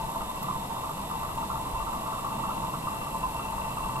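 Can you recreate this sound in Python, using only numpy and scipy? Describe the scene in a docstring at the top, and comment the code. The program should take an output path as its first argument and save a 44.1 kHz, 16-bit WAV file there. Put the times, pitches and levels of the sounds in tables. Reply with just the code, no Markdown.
"""A coil winder runs close to the microphone, winding wire on a bobbin. From the start, play
(looseness) in the drive rattles and knocks the housing. The motor whines at multiples of its turning
rate, its power supply adds thin steady tones, the frame rumbles, and wire and motor hiss.
At about 0.4 s the wire scrapes once. From 1.2 s the whine slowly changes colour.
Near 3 s the motor speeds up a tiny bit, then settles a little slower."""
import sys
import numpy as np
from scipy import signal
from scipy.fft import rfft, irfft
from scipy.io import wavfile

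SR = 44100
rng = np.random.default_rng(int(sys.argv[2]) if len(sys.argv) > 2 else 0)


def dump(signal):
    """Clip the signal to [-1, 1] and save it as 16-bit WAV at the path in sys.argv[1]."""
    limited = np.clip(np.atleast_2d(signal).T, -1, 1)
    pcm = np.round(limited * 32767).astype(np.int16)
    wavfile.write(sys.argv[1], SR, pcm)


N = 176400
T = np.arange(N) / SR
FREQ = np.maximum(np.arange(N // 2 + 1) * SR / N, 1)

# knocks of the drive (time [s], low ring [relative dB], bright ring [relative dB])
DRIVE_KNOCKS = [(0.157, -18.5, -35), (0.207, -32, -27), (0.287, -28, -61), (0.351, -25.5, -45),
                (0.421, -25, -29), (0.484, -21.5, -27), (0.546, -27, -44), (0.703, -26.5, -46),
                (0.764, -37, -31.5), (0.835, -24.5, -33), (0.892, -30, -27.5), (0.968, -27, -35),
                (1.025, -46, -40), (1.101, -27, -26.5), (1.15, -28, -53), (1.229, -26.5, -28.5),
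                (1.289, -39, -26.5), (1.375, -22, -37), (1.425, -25, -30), (1.499, -34, -25),
                (1.554, -33, -29), (1.654, -27, -28), (1.747, -28.5, -31), (1.8, -39, -29),
                (1.866, -29.5, -30), (1.927, -28, -28), (2.06, -45, -28), (2.119, -30, -27),
                (2.18, -39, -29), (2.244, -23.5, -26.5), (2.304, -29, -29), (2.383, -24.5, -34),
                (2.435, -43, -27), (2.492, -23.5, -26.5), (2.549, -20, -34.5), (2.629, -22, -31),
                (2.737, -41, -26.5), (2.869, -45, -28.5), (2.935, -52, -30.5), (3.012, -34, -32),
                (3.066, -44, -28.5), (3.144, -25, -41), (3.228, -23.5, -41), (3.345, -22.5, -34),
                (3.393, -37, -25.5), (3.451, -37, -37), (3.522, -24.5, -31.5), (3.579, -29, -28),
                (3.639, -29, -37), (3.707, -40, -34), (3.77, -23.5, -26.5), (3.829, -41, -29),
                (3.891, -37, -29.5), (3.956, -31, -29)]
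# notes the housing rings at
# (pitch [Hz], width [Hz], left [relative dB], right [relative dB], change in a hard knock [dB])
HOUSING_NOTES = [(660, 42.3, -8.5, -9.5, -9.5), (814, 34, -32, -16.5, -3), (887.2, 15.3, 5, -2, -3.5),
                 (912, 14.6, 2.5, 1.5, -2), (1018.5, 30, -2, -11.5, -6), (1024.4, 31.8, -3.5, 0.5, 0.5),
                 (1099.4, 18.7, -2, -2.5, 1), (1155, 13.4, -3.5, -3.5, 5.5), (1194.6, 70, -17.5, -15, 13.5),
                 (1267, 35, -29.5, -24, 17), (1346, 44, -21, -18.5, 8.5), (1528, 13.5, -35.5, -15.5, -6)]
# moments when the chatter dips briefly (time [s])
LULL_TIMES = [.265, 0.329, 0.403, 0.679, .94, 1.08, 1.342, 1.477, 2.8, 3.11]
# how fast the motor turns (time [s], speed [turns per s])
MOTOR_SPEED = [(1.9, 50.2), (2.88, 50.25), (2.97, 50.36), (3.14, 50.05)]
# tones of the whine (pitch [cycles per motor turn])
WHINE_MULTIPLES = (39, 54, 72, 90, 108, 139, 144, 146, 155, 162, 163, 167, 180, 191, 202, 214, 224, 227,
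                   229, 230, 234, 238, 242)
# strength of each whine tone (early level [dB], late level [dB], left minus right [dB])
WHINE_LEVELS = [(-68, -69, -18), (-57, -50, 5), (-56, -60, -4.5), (-85, -73.5, 13), (-70.5, -69.5, 12.5),
                (-69, -66, 10), (-62.5, -64.5, -2), (-77, -75, -17), (-75, -73, -16), (-63, -58, -5),
                (-66.5, -65, -18), (-85, -79, -10), (-72, -67.5, -8), (-69.5, -70, -17), (-68, -63, -4),
                (-73, -67, -7), (-71, -71, 4), (-70, -71, 10), (-61, -60.5, -9), (-59, -65, -1),
                (-64, -63, -9), (-80, -78, -3), (-79, -67, 5)]
# mains hum and tones of the power supply (pitch [Hz])
SUPPLY_PITCHES = (100, 200, 2001, 3002, 4003, 8005, 10008)
# strength of each supply tone (level [dB], left minus right [dB])
SUPPLY_LEVELS = [(-55, 3), (-57.5, 1), (-78, -14), (-68, -7.5), (-62.5, -4), (-70, -18), (-74, 5)]
# notes the frame shakes at (pitch [Hz], width [Hz], level [relative dB])
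FRAME_NOTES = [(26.3, 23, -10.5), (47.5, 21, -1), (71.3, 4.1, 1), (88.4, 8.8, -10), (128.9, 20.3, 1),
               (162, 33, -3), (192.3, 16.8, -2), (216, 28, -5), (242, 10.2, -5), (270.2, 11.3, -4.5),
               (302.4, 24, -9.5), (328, 11, -8.5)]
# bass swells, which rumble() scales down (time [s], deep bass [relative dB], bass [relative dB])
BASS_SWELLS = [(0.0, -47, -39.5), (0.09, -41, -43.5), (0.3, -46, -46.5), (0.47, -47, -41),
               (0.85, -54.5, -45.5), (1.7, -42, -42), (1.751, -31.5, -49), (1.94, -52, -43),
               (2.13, -55, -42), (2.25, -48, -47.5), (2.43, -50, -36.5), (2.5, -45, -43.5),
               (2.68, -51, -41), (2.901, -52, -42.5), (3.77, -41.5, -44.5), (3.82, -42, -41),
               (3.91, -44, -41.5), (4.0, -57, -40.5)]
# colour of the wire and motor hiss (frequency [Hz], level [relative dB])
HISS_COLOUR = [(1000, 10), (2000, 3), (2800, 0.5), (4200, 6.5), (6500, 1), (7100, 5.5), (8200, 5),
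               (9200, 1), (9700, 7), (10500, 2.5), (11100, 10), (11450, 10), (11900, 10), (12200, 6),
               (12700, 1), (15000, -2.5), (16000, -14)]
# colour of the workshop air and bearing noise (frequency [Hz], level [relative dB])
AIR_COLOUR = [(15, 4), (28, 4), (100, -6.5), (250, -12), (370, -4), (450, -4), (560, -1.5), (750, 0),
              (950, 4.5), (1250, -8), (1450, -15.5), (2000, -16), (3000, -13.5), (5000, -27.5), (8000, -22),
              (16000, -45)]
# the microphone's two sides (frequency [Hz], left ahead by [radians], shared sound [0 to 1])
MIC_SIDES = [(30, 0.5, 1), (216, 0, 0.96), (320, 0, 0.82), (660, 0, 0.38), (1134, -1, 0.85),
             (1870, -2, 0.44), (2670, -2, 0.89), (4150, -2.5, 0.31), (8000, -1.5, 0.34),
             (11500, -1.34, 0.52), (16000, -1.5, .4)]

SPINDLE_HZ, THROB_DB, THROB_PEAK_S = 15.75, 0.2, 0.022
TAPS_PER_S, BOUNCES_PER_S, BOUNCE_FADE_S = 480, 380, 0.024
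BRIGHT_ABOVE_HZ, CLACK_HZ, CLACK_WIDTH_HZ = 1065, 1106, 365
WHINE_CHANGE_S = (1.2, 2.83)  # from the early levels to the late ones
WOBBLES_PER_TURN, WOBBLE_BELOW_HZ, WOBBLE_DEPTH, WOBBLE_RADIANS = 0.6334, 3200, 0.34, 0.94


def chatter(lull_db=-8, lull_width_s=0.018):
    """All the noise of the loose drive: rattle and knocks with short lulls, plus dry clacks."""
    lulls = sum(np.exp(-((T - at) / lull_width_s) ** 2) for at in LULL_TIMES)
    return (rattle() + knocks()) * undb(lull_db * lulls) + clacks()


def rattle():
    """Loose parts tap the housing lightly, with a faint throb once a spindle turn."""
    taps = random_taps(TAPS_PER_S) * undb(rng.standard_normal(N))
    throb = undb(THROB_DB * np.cos(2 * np.pi * SPINDLE_HZ * (T - THROB_PEAK_S)))
    return level(housing(taps, np.array(HOUSING_NOTES), hardness=0) * throb, db=-37.5)


def knocks():
    """Loose parts hit, then bounce ever more weakly; each knock has its own low and bright ring."""
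    times, low_db, bright_db = np.array(DRIVE_KNOCKS).T
    starts = (times * SR).astype(int)
    latest = np.maximum(np.searchsorted(starts, np.arange(N), side="right") - 1, 0)
    age = T - times[latest]  # seconds since the latest knock
    force = 0.5 * random_taps(BOUNCES_PER_S) * fade(age, BOUNCE_FADE_S)
    force[starts] = 0.9  # the first blow of each knock
    notes = np.array(HOUSING_NOTES)
    is_bright = notes[:, 0] > BRIGHT_ABOVE_HZ
    low = housing(force * undb(low_db[latest]), notes[~is_bright], hardness=0.75)
    bright = housing(force * undb(bright_db[latest]), notes[is_bright], hardness=1)
    return level(low, db=-40.5) + level(bright, db=-40.5)


def clacks():
    """Each knock also reaches the microphone directly, as a short dry clack."""
    times, _, bright_db = np.array(DRIVE_KNOCKS).T
    blows = np.zeros(N)
    blows[(times * SR).astype(int)] = undb(bright_db + 1)
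    treble_cut = np.sqrt(1 + (FREQ / (CLACK_HZ + CLACK_WIDTH_HZ)) ** 20)
    response = ring(resonances([CLACK_HZ], [CLACK_WIDTH_HZ], [0]) / treble_cut)
    peak = abs(irfft(response, N)).max()
    return irfft(rfft(blows) * response * np.exp(1j * left_lead(FREQ)), N) / peak


def housing(force, notes, hardness):
    """The housing rings when it is hit; hard blows favour its higher notes."""
    hz, width, left_db, right_db, hard_db = notes.T
    response = [ring(resonances(hz, width, db + hardness * hard_db)) for db in (left_db, right_db)]
    scattered = force * rng.choice([-1, 1], (2, N))
    return microphone(force, scattered, np.array(response))


def whine():
    """The motor sings at multiples of its turning rate; the load makes the lowest tones wobble."""
    angle = 2 * np.pi * motor_turns()
    load = WOBBLES_PER_TURN * angle  # about twice a spindle turn
    out = 0
    for multiple, (early_db, late_db, pan_db) in zip(WHINE_MULTIPLES, WHINE_LEVELS):
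        hz = multiple * MOTOR_SPEED[0][1]
        flicker_db = 1.98 * wander(rate_hz=10.7)
        gain = undb(np.interp(T, WHINE_CHANGE_S, [early_db, late_db]) + flicker_db)
        phase = multiple * angle
        rough_db, jitter = 2.7 * wander(rate_hz=90), 0.35 * wander(rate_hz=200)
        if hz < WOBBLE_BELOW_HZ:
            gain *= undb(rough_db) * (1 + WOBBLE_DEPTH * np.cos(load))
            phase += WOBBLE_RADIANS * np.sin(load) + jitter
        out += gain * tone(phase, hz, pan_db)
    return out


def motor_turns():
    """Add up the motor's speed to count its turns so far."""
    times, speed = np.array(MOTOR_SPEED).T
    return np.cumsum(np.interp(T, times, speed)) / SR


def power_supply():
    """The electricity adds a low hum and thin, steady tones."""
    return sum(undb(db) * tone(2 * np.pi * hz * T, hz, pan_db)
               for hz, (db, pan_db) in zip(SUPPLY_PITCHES, SUPPLY_LEVELS))


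def rumble(deep_below_hz=93):
    """The frame shakes; its deep bass and its bass swell and sink separately."""
    times, deep_db, bass_db = np.array(BASS_SWELLS).T
    colour = resonances(*np.array(FRAME_NOTES).T)
    deep_share = 1 / (1 + (FREQ / deep_below_hz) ** 8)
    out = 0
    for share, db, depth in ((deep_share, deep_db, 0.6), (1 - deep_share, bass_db, 0.81)):
        swell = undb(depth * np.interp(T, times, db - db.mean()))
        out += noise(colour * np.sqrt(share)) * swell
    return level(out, db=-40.5)


def wire_scrape(at_s=0.428, fade_s=0.0067):
    """The wire scrapes once: a tiny burst of bright noise."""
    return fade(T - at_s, fade_s) * level(noise(np.sqrt(FREQ / SR)), db=-34)


def hiss(pulse_db=3, pulse_turns=0.12):
    """Wire and motor give a fine hiss that pulses once a motor turn."""
    pulse = undb(pulse_db * np.exp(-(motor_turns() % 1) / pulse_turns))
    steady = noise(undb(curve(HISS_COLOUR, FREQ)))
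    return pan(db=-2) * level(steady * pulse, db=-47.5)


def workshop_air():
    """The bearings and the workshop make a steady rush behind everything."""
    return pan(db=0.5) * level(noise(undb(curve(AIR_COLOUR, FREQ))), db=-39)


def microphone(shared, separate, response):
    """Filter a sound into stereo: one part reaches both sides, the rest differs on each."""
    share = curve(MIC_SIDES, FREQ, column=2)
    direct = rfft(shared) * np.exp(1j * left_lead(FREQ)) * np.sqrt(share)
    scattered = rfft(separate) * np.sqrt(1 - share)
    return irfft((direct + scattered) * response, N)


def left_lead(hz):
    """Left and right phase shifts in radians; only the left wave is moved."""
    return curve(MIC_SIDES, hz) * np.array([[1], [0]])


def noise(colour):
    """Stereo noise with this gain at each frequency."""
    return microphone(rng.standard_normal(N), rng.standard_normal((2, N)), colour)


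def tone(phase, hz, pan_db):
    """A pure tone in stereo."""
    return np.sqrt(2) * pan(pan_db) * np.sin(phase + left_lead(hz))


def resonances(pitches, widths, levels):
    """A gain curve with a steep peak at each note an object rings at."""
    peaks = (undb(db) / (1 + (2 * (FREQ - hz) / width) ** 2)
             for hz, width, db in zip(pitches, widths, levels))
    return np.sqrt(sum(peak ** 2 for peak in peaks))


def ring(gain):
    """Turn a gain curve into a filter that rings after a blow, never before it."""
    cepstrum = irfft(np.log(gain + 1e-5), N)  # the log of the curve, laid out in time
    cepstrum[1:N // 2] *= 2
    cepstrum[N // 2 + 1:] = 0
    return np.exp(rfft(cepstrum))


def random_taps(per_s):
    """Tiny pushes and pulls at random moments."""
    return (rng.random(N) < per_s / SR) * rng.choice([-1, 1], N)


def wander(rate_hz):
    """A smooth random wiggle, about 1 in size."""
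    wiggle = irfft(rfft(rng.standard_normal(N)) * np.exp(-(FREQ / rate_hz) ** 2), N)
    return level(wiggle - wiggle.mean(), db=0)


def fade(age, fade_s):
    """Silent until age 0, then a jump to 1 that dies away."""
    return (age > 0) * np.exp(-abs(age) / fade_s)


def curve(table, hz, column=1):
    """Read between a table's rows, giving each octave equal room."""
    table = np.array(table)
    return np.interp(np.log(hz), np.log(table[:, 0]), table[:, column])


def pan(db):
    """Left and right gains that make the left louder by db."""
    return undb(np.array([[db], [-db]]) / 2)


def level(x, db):
    """Set a sound's average (rms) level."""
    return x * undb(db) / np.sqrt(np.mean(x ** 2))


def undb(db):
    """Turn decibels into a gain to multiply by."""
    return 10 ** (np.asarray(db) / 20)


def scene():
    """The whole machine in its workshop."""
    return chatter() + whine() + power_supply() + rumble() + workshop_air() + wire_scrape() + hiss()


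def record(dry, top_hz=15750):
    """Cut away the very highest treble."""
    return signal.sosfilt(signal.ellip(12, 0.1, 80, top_hz, fs=SR, output="sos"), dry)


dry = scene()
out = record(dry)
dump(out)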